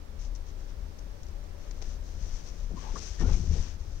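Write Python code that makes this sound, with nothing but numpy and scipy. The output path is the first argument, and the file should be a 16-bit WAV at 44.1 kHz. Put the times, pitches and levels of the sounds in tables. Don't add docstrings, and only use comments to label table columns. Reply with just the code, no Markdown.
import sys
import numpy as np
from scipy import signal
from scipy.fft import rfft, irfft
from scipy.io import wavfile
from scipy.ndimage import uniform_filter1d

SR = 44100
rng = np.random.default_rng(int(sys.argv[2]) if len(sys.argv) > 2 else 0)


def to_wav(s):
    ch = np.atleast_2d(s).T
    pcm = np.round(np.clip(ch, -1, 1) * 32767)
    wavfile.write(sys.argv[1], SR, pcm.astype(np.int16))


N = 176400

SHADE_BASS_DB, SHADE_FLAP_DB, SHADE_WEAVE_DB, SHADE_HISS_DB, SHADE_ZIP_DB = -10.3, -13, -12.5, -21, -11


def undb(db):
    return 10 ** (np.asarray(db) / 20)


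def unit(x):
    return x / np.std(x)


def noise():
    return rng.standard_normal(N)


def colour(x, points):
    hz, db = np.array(points, float).T
    freqs = np.maximum(np.fft.rfftfreq(N, 1 / SR), 1)
    gain = undb(np.interp(np.log(freqs), np.log(hz), db))
    return unit(irfft(rfft(x) * gain, N))


def drift(rate_hz):
    width = max(int(SR / rate_hz), 1)
    return unit(uniform_filter1d(uniform_filter1d(noise(), width), width))


def swell(t, start, rise, hold, release):
    ramp = np.clip(np.minimum((t - start) / rise, 1 - (t - start - rise - hold) / release), 0, 1)
    return np.sin(np.pi / 2 * ramp)


def burst(t, start, rise, decay):
    return np.clip((t - start) / rise, 0, 1) * np.exp(-np.maximum(t - start - rise, 0) / decay)


def cabin_rumble(t):
    # pitch_hz, level_db
    tone = [(12, -12), (25, -1), (37, 2), (49, -12), (68, -7), (82, -11), (104, -26), (160, -28),
            (300, -44), (800, -64), (4000, -100)]
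    # time_s, level_db
    loudness = [(0, -35.5), (1.3, -34.5), (1.9, -31.7), (2.7, -32.3), (3.1, -31), (4.0, -30.5)]
    throb_hz, throb_db = 9, 1.0
    level_db = np.interp(t, *np.array(loudness).T) + throb_db * drift(throb_hz)
    rumble = undb(level_db) * colour(noise(), tone)
    return np.array([rumble, undb(SHADE_BASS_DB) * rumble])


def cabin_hiss(t):
    # pitch_hz, level_db
    left_tone = [(60, 1), (160, 1), (220, -2.5), (390, -2.5), (510, -5.5), (575, -1.5), (660, -11),
                 (1000, -15), (1450, -20), (1700, -18), (2800, -26), (4200, -26), (5900, -20), (7500, -31),
                 (10000, -35), (15500, -34)]
    # time_s, level_db
    left_loudness = [(0, -52), (.4, -50.5), (1.0, -49.3), (1.9, -49), (2.6, -50.5), (4.0, -52)]
    # pitch_hz, level_db
    right_tone = [(60, 2), (160, 2), (300, -2), (600, -6), (1200, -10), (2500, -16.5), (5000, -18),
                  (7500, -25), (10000, -31), (15500, -30)]
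    left = undb(np.interp(t, *np.array(left_loudness).T)) * colour(noise(), left_tone)
    right = undb(-53) * colour(noise(), right_tone)
    return np.array([left, right])


def fibre_slips(per_second=8000, spread_db=2.5):
    slips = rng.random(N) < per_second / SR
    return slips * noise() * undb(spread_db * rng.exponential(size=N) / 2)


def rubbing(t):
    # start_s, rise_s, hold_s, release_s, hiss_db, weave_db
    strokes = [(.185, .015, .03, .07, -54.5, -62), (.455, .018, .01, .04, -57, -63),
               (.57, .03, .03, .04, -61, -72), (.675, .015, .005, .04, -60.5, -58),
               (1.56, .09, .02, .05, -60.5, -61), (1.74, .02, .03, .03, -60, -70),
               (1.83, .015, .07, .07, -54.5, -59), (2.02, .04, .1, .06, -57, -64),
               (2.16, .12, .08, .12, -50.5, -56), (2.42, .05, .02, .04, -53, -58),
               (2.5, .03, .02, .26, -57, -62), (2.735, .08, .08, .12, -50.5, -51),
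               (2.945, .05, .01, .09, -41.5, -49.5), (3.02, .05, .01, .11, -44.5, -52),
               (3.11, .04, .04, .06, -51.5, -54), (3.188, .018, .005, .035, -45, -47),
               (3.215, .09, .02, .07, -45, -48), (3.33, .05, .04, .12, -48.5, -55),
               (3.47, .1, .03, .18, -45.8, -49), (3.77, .05, .15, .2, -58.5, -64)]
    # start_s, hiss_db, weave_db, decay_s
    snaps = [(.248, -50, -66, .004), (.349, -44.5, -64, .005), (.356, -46, -68, .009),
             (.986, -50, -69, .009), (1.231, -49.5, -68, .007), (1.266, -52.5, -68, .006),
             (1.283, -52, -68, .007), (1.44, -57, -70, .006), (1.7095, -42, -48.5, .005),
             (1.816, -46, -47, .005), (1.822, -40.7, -43.5, .006), (1.9, -50, -58, .01),
             (2.487, -46.5, -58, .006), (3.33, -40, -45, .012)]
    # pitch_hz, level_db
    ringing_tone = [(1500, -32), (3000, -16), (4200, -10), (5200, -4), (5900, 0), (6400, -2), (7200, -13),
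                    (8600, -22), (10500, -42), (15000, -60)]
    # pitch_hz, level_db
    shaded_tone = [(1000, 0), (4000, 0), (7000, -1), (8800, 0), (10500, -16), (15000, -30)]
    # pitch_hz, level_db
    weave_tone = [(120, -10), (300, 1), (700, -1), (1200, -1), (1900, -2), (3000, -3.5), (4500, -8),
                  (8000, -30), (12000, -55)]
    grip_hz, grip_db, snap_rise_s = 45, .85, .0015
    grip = undb(grip_db * drift(grip_hz))
    moves = [(grip * swell(t, *timing), hiss_db, weave_db) for *timing, hiss_db, weave_db in strokes]
    for start, hiss_db, weave_db, decay in snaps:
        moves.append((burst(t, start, snap_rise_s, decay), hiss_db, weave_db))
    hiss = np.sqrt(sum((shape * undb(db)) ** 2 for shape, db, _ in moves))
    weave = np.sqrt(sum((shape * undb(db)) ** 2 for shape, _, db in moves))
    left = hiss * colour(fibre_slips(), ringing_tone) + weave * colour(fibre_slips(), weave_tone)
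    right = undb(SHADE_HISS_DB) * hiss * colour(fibre_slips(), shaded_tone)
    right += undb(SHADE_WEAVE_DB) * weave * colour(noise(), weave_tone)
    return np.array([left, right])


def puff(low_hz, high_hz):
    # pitch_hz, level_db
    tone = [(100, -1), (160, 3), (240, 3.5), (300, -3.5), (360, 1.5), (500, -2), (600, -7), (700, 1),
            (1400, -1), (3000, -3)]
    freqs = np.maximum(np.fft.rfftfreq(N, 1 / SR), 1)
    band = 1 / np.sqrt((1 + (low_hz / freqs) ** 6) * (1 + (freqs / high_hz) ** 10))
    return colour(irfft(rfft(noise()) * band, N), tone)


def flaps(t):
    # start_s, level_db, low_hz, high_hz, decay_s
    folds = [(1.815, -44.5, 250, 750, .009), (2.702, -44, 220, 680, .022), (2.733, -38.8, 120, 360, .045),
             (2.82, -47, 130, 750, .1), (2.938, -38, 100, 420, .04), (2.955, -33.4, 350, 1380, .012),
             (3.201, -33, 190, 500, .035), (3.205, -40, 600, 1200, .04), (3.22, -28.5, 170, 280, .034),
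             (3.24, -38, 380, 560, .04), (3.28, -34.5, 170, 540, .04), (3.288, -43.5, 560, 1150, .05),
             (3.36, -36, 170, 330, .03), (3.435, -43.5, 200, 480, .03), (3.49, -41, 180, 500, .04),
             (3.548, -38.5, 150, 650, .032), (3.645, -46, 120, 400, .04)]
    rise_s, likeness = .006, .6
    out = np.zeros((2, N))
    for start, db, low_hz, high_hz, decay in folds:
        left = puff(low_hz, high_hz)
        right = likeness * left + np.sqrt(1 - likeness ** 2) * puff(low_hz, high_hz)
        out += undb(db) * burst(t, start, rise_s, decay) * np.array([left, undb(SHADE_FLAP_DB) * right])
    return out


def billows(t):
    # start_s, rise_s, decay_s, first_hz, last_hz, level_db
    panels = [(2.701, .006, .014, 430, 330, -42), (2.71, .015, .04, 180, 150, -41),
              (3.197, .026, .018, 450, 300, -34), (3.198, .032, .026, 200, 145, -28),
              (3.28, .018, .028, 420, 345, -40), (3.295, .016, .022, 165, 140, -31),
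              (3.495, .04, .04, 200, 150, -34)]
    sag_s, flutter_rate_hz, wobble_hz, wobble_db = .025, 90, 22, 2
    out = np.zeros(N)
    for start, rise, decay, first_hz, last_hz, db in panels:
        pitch_hz = last_hz + (first_hz - last_hz) * np.exp(-np.maximum(t - start, 0) / sag_s)
        pitch_hz += wobble_hz * drift(flutter_rate_hz)
        flutter = undb(wobble_db * drift(flutter_rate_hz))
        note = unit(flutter * np.sin(2 * np.pi * np.cumsum(pitch_hz) / SR))
        out += undb(db) * burst(t, start, rise, decay) * note
    return np.array([out, undb(SHADE_FLAP_DB) * out])


def zips(t):
    # start_s, rise_s, hold_s, release_s, first_hz, last_hz, level_db
    pulls = [(2.757, .015, .01, .018, 950, 1100, -46), (2.805, .025, .04, .06, 1090, 1120, -51.5),
             (2.825, .02, .02, .075, 860, 900, -49.5), (3.178, .018, .018, .022, 1780, 1860, -50.5),
             (3.228, .025, .018, .02, 1310, 1440, -49), (3.325, .015, .008, .015, 2180, 2380, -52)]
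    blur_hz = 240
    out = np.zeros((2, N))
    for start, rise, hold, release, first_hz, last_hz, db in pulls:
        pitch_hz = np.interp(t, [start, start + rise + hold + release], [first_hz, last_hz])
        phase = 2 * np.pi * np.cumsum(pitch_hz) / SR
        loudness = undb(db) * swell(t, start, rise, hold, release)
        for side, side_db in enumerate([0, SHADE_ZIP_DB]):
            rasp = unit(drift(blur_hz) * np.cos(phase) + drift(blur_hz) * np.sin(phase))
            out[side] += undb(side_db) * loudness * rasp
    return out


def gust(t):
    # start_s, rise_s, hold_s, release_s, level_db
    push = (3.185, .03, .23, .25, -22)
    # pitch_hz, level_db
    tone = [(15, -5), (30, 2), (48, -6), (78, -2), (105, -18), (150, -16), (220, -28), (400, -44),
            (1000, -66), (4000, -105)]
    *timing, db = push
    air = undb(db) * swell(t, *timing) * colour(noise(), tone)
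    return np.array([air, undb(SHADE_BASS_DB) * air])


def scene():
    t = np.arange(N) / SR
    return cabin_rumble(t) + cabin_hiss(t) + rubbing(t) + flaps(t) + billows(t) + zips(t) + gust(t)


def record(dry):
    top_hz = 15750
    return signal.sosfilt(signal.ellip(10, .2, 80, top_hz, fs=SR, output="sos"), dry)


dry = scene()
out = record(dry)
to_wav(out)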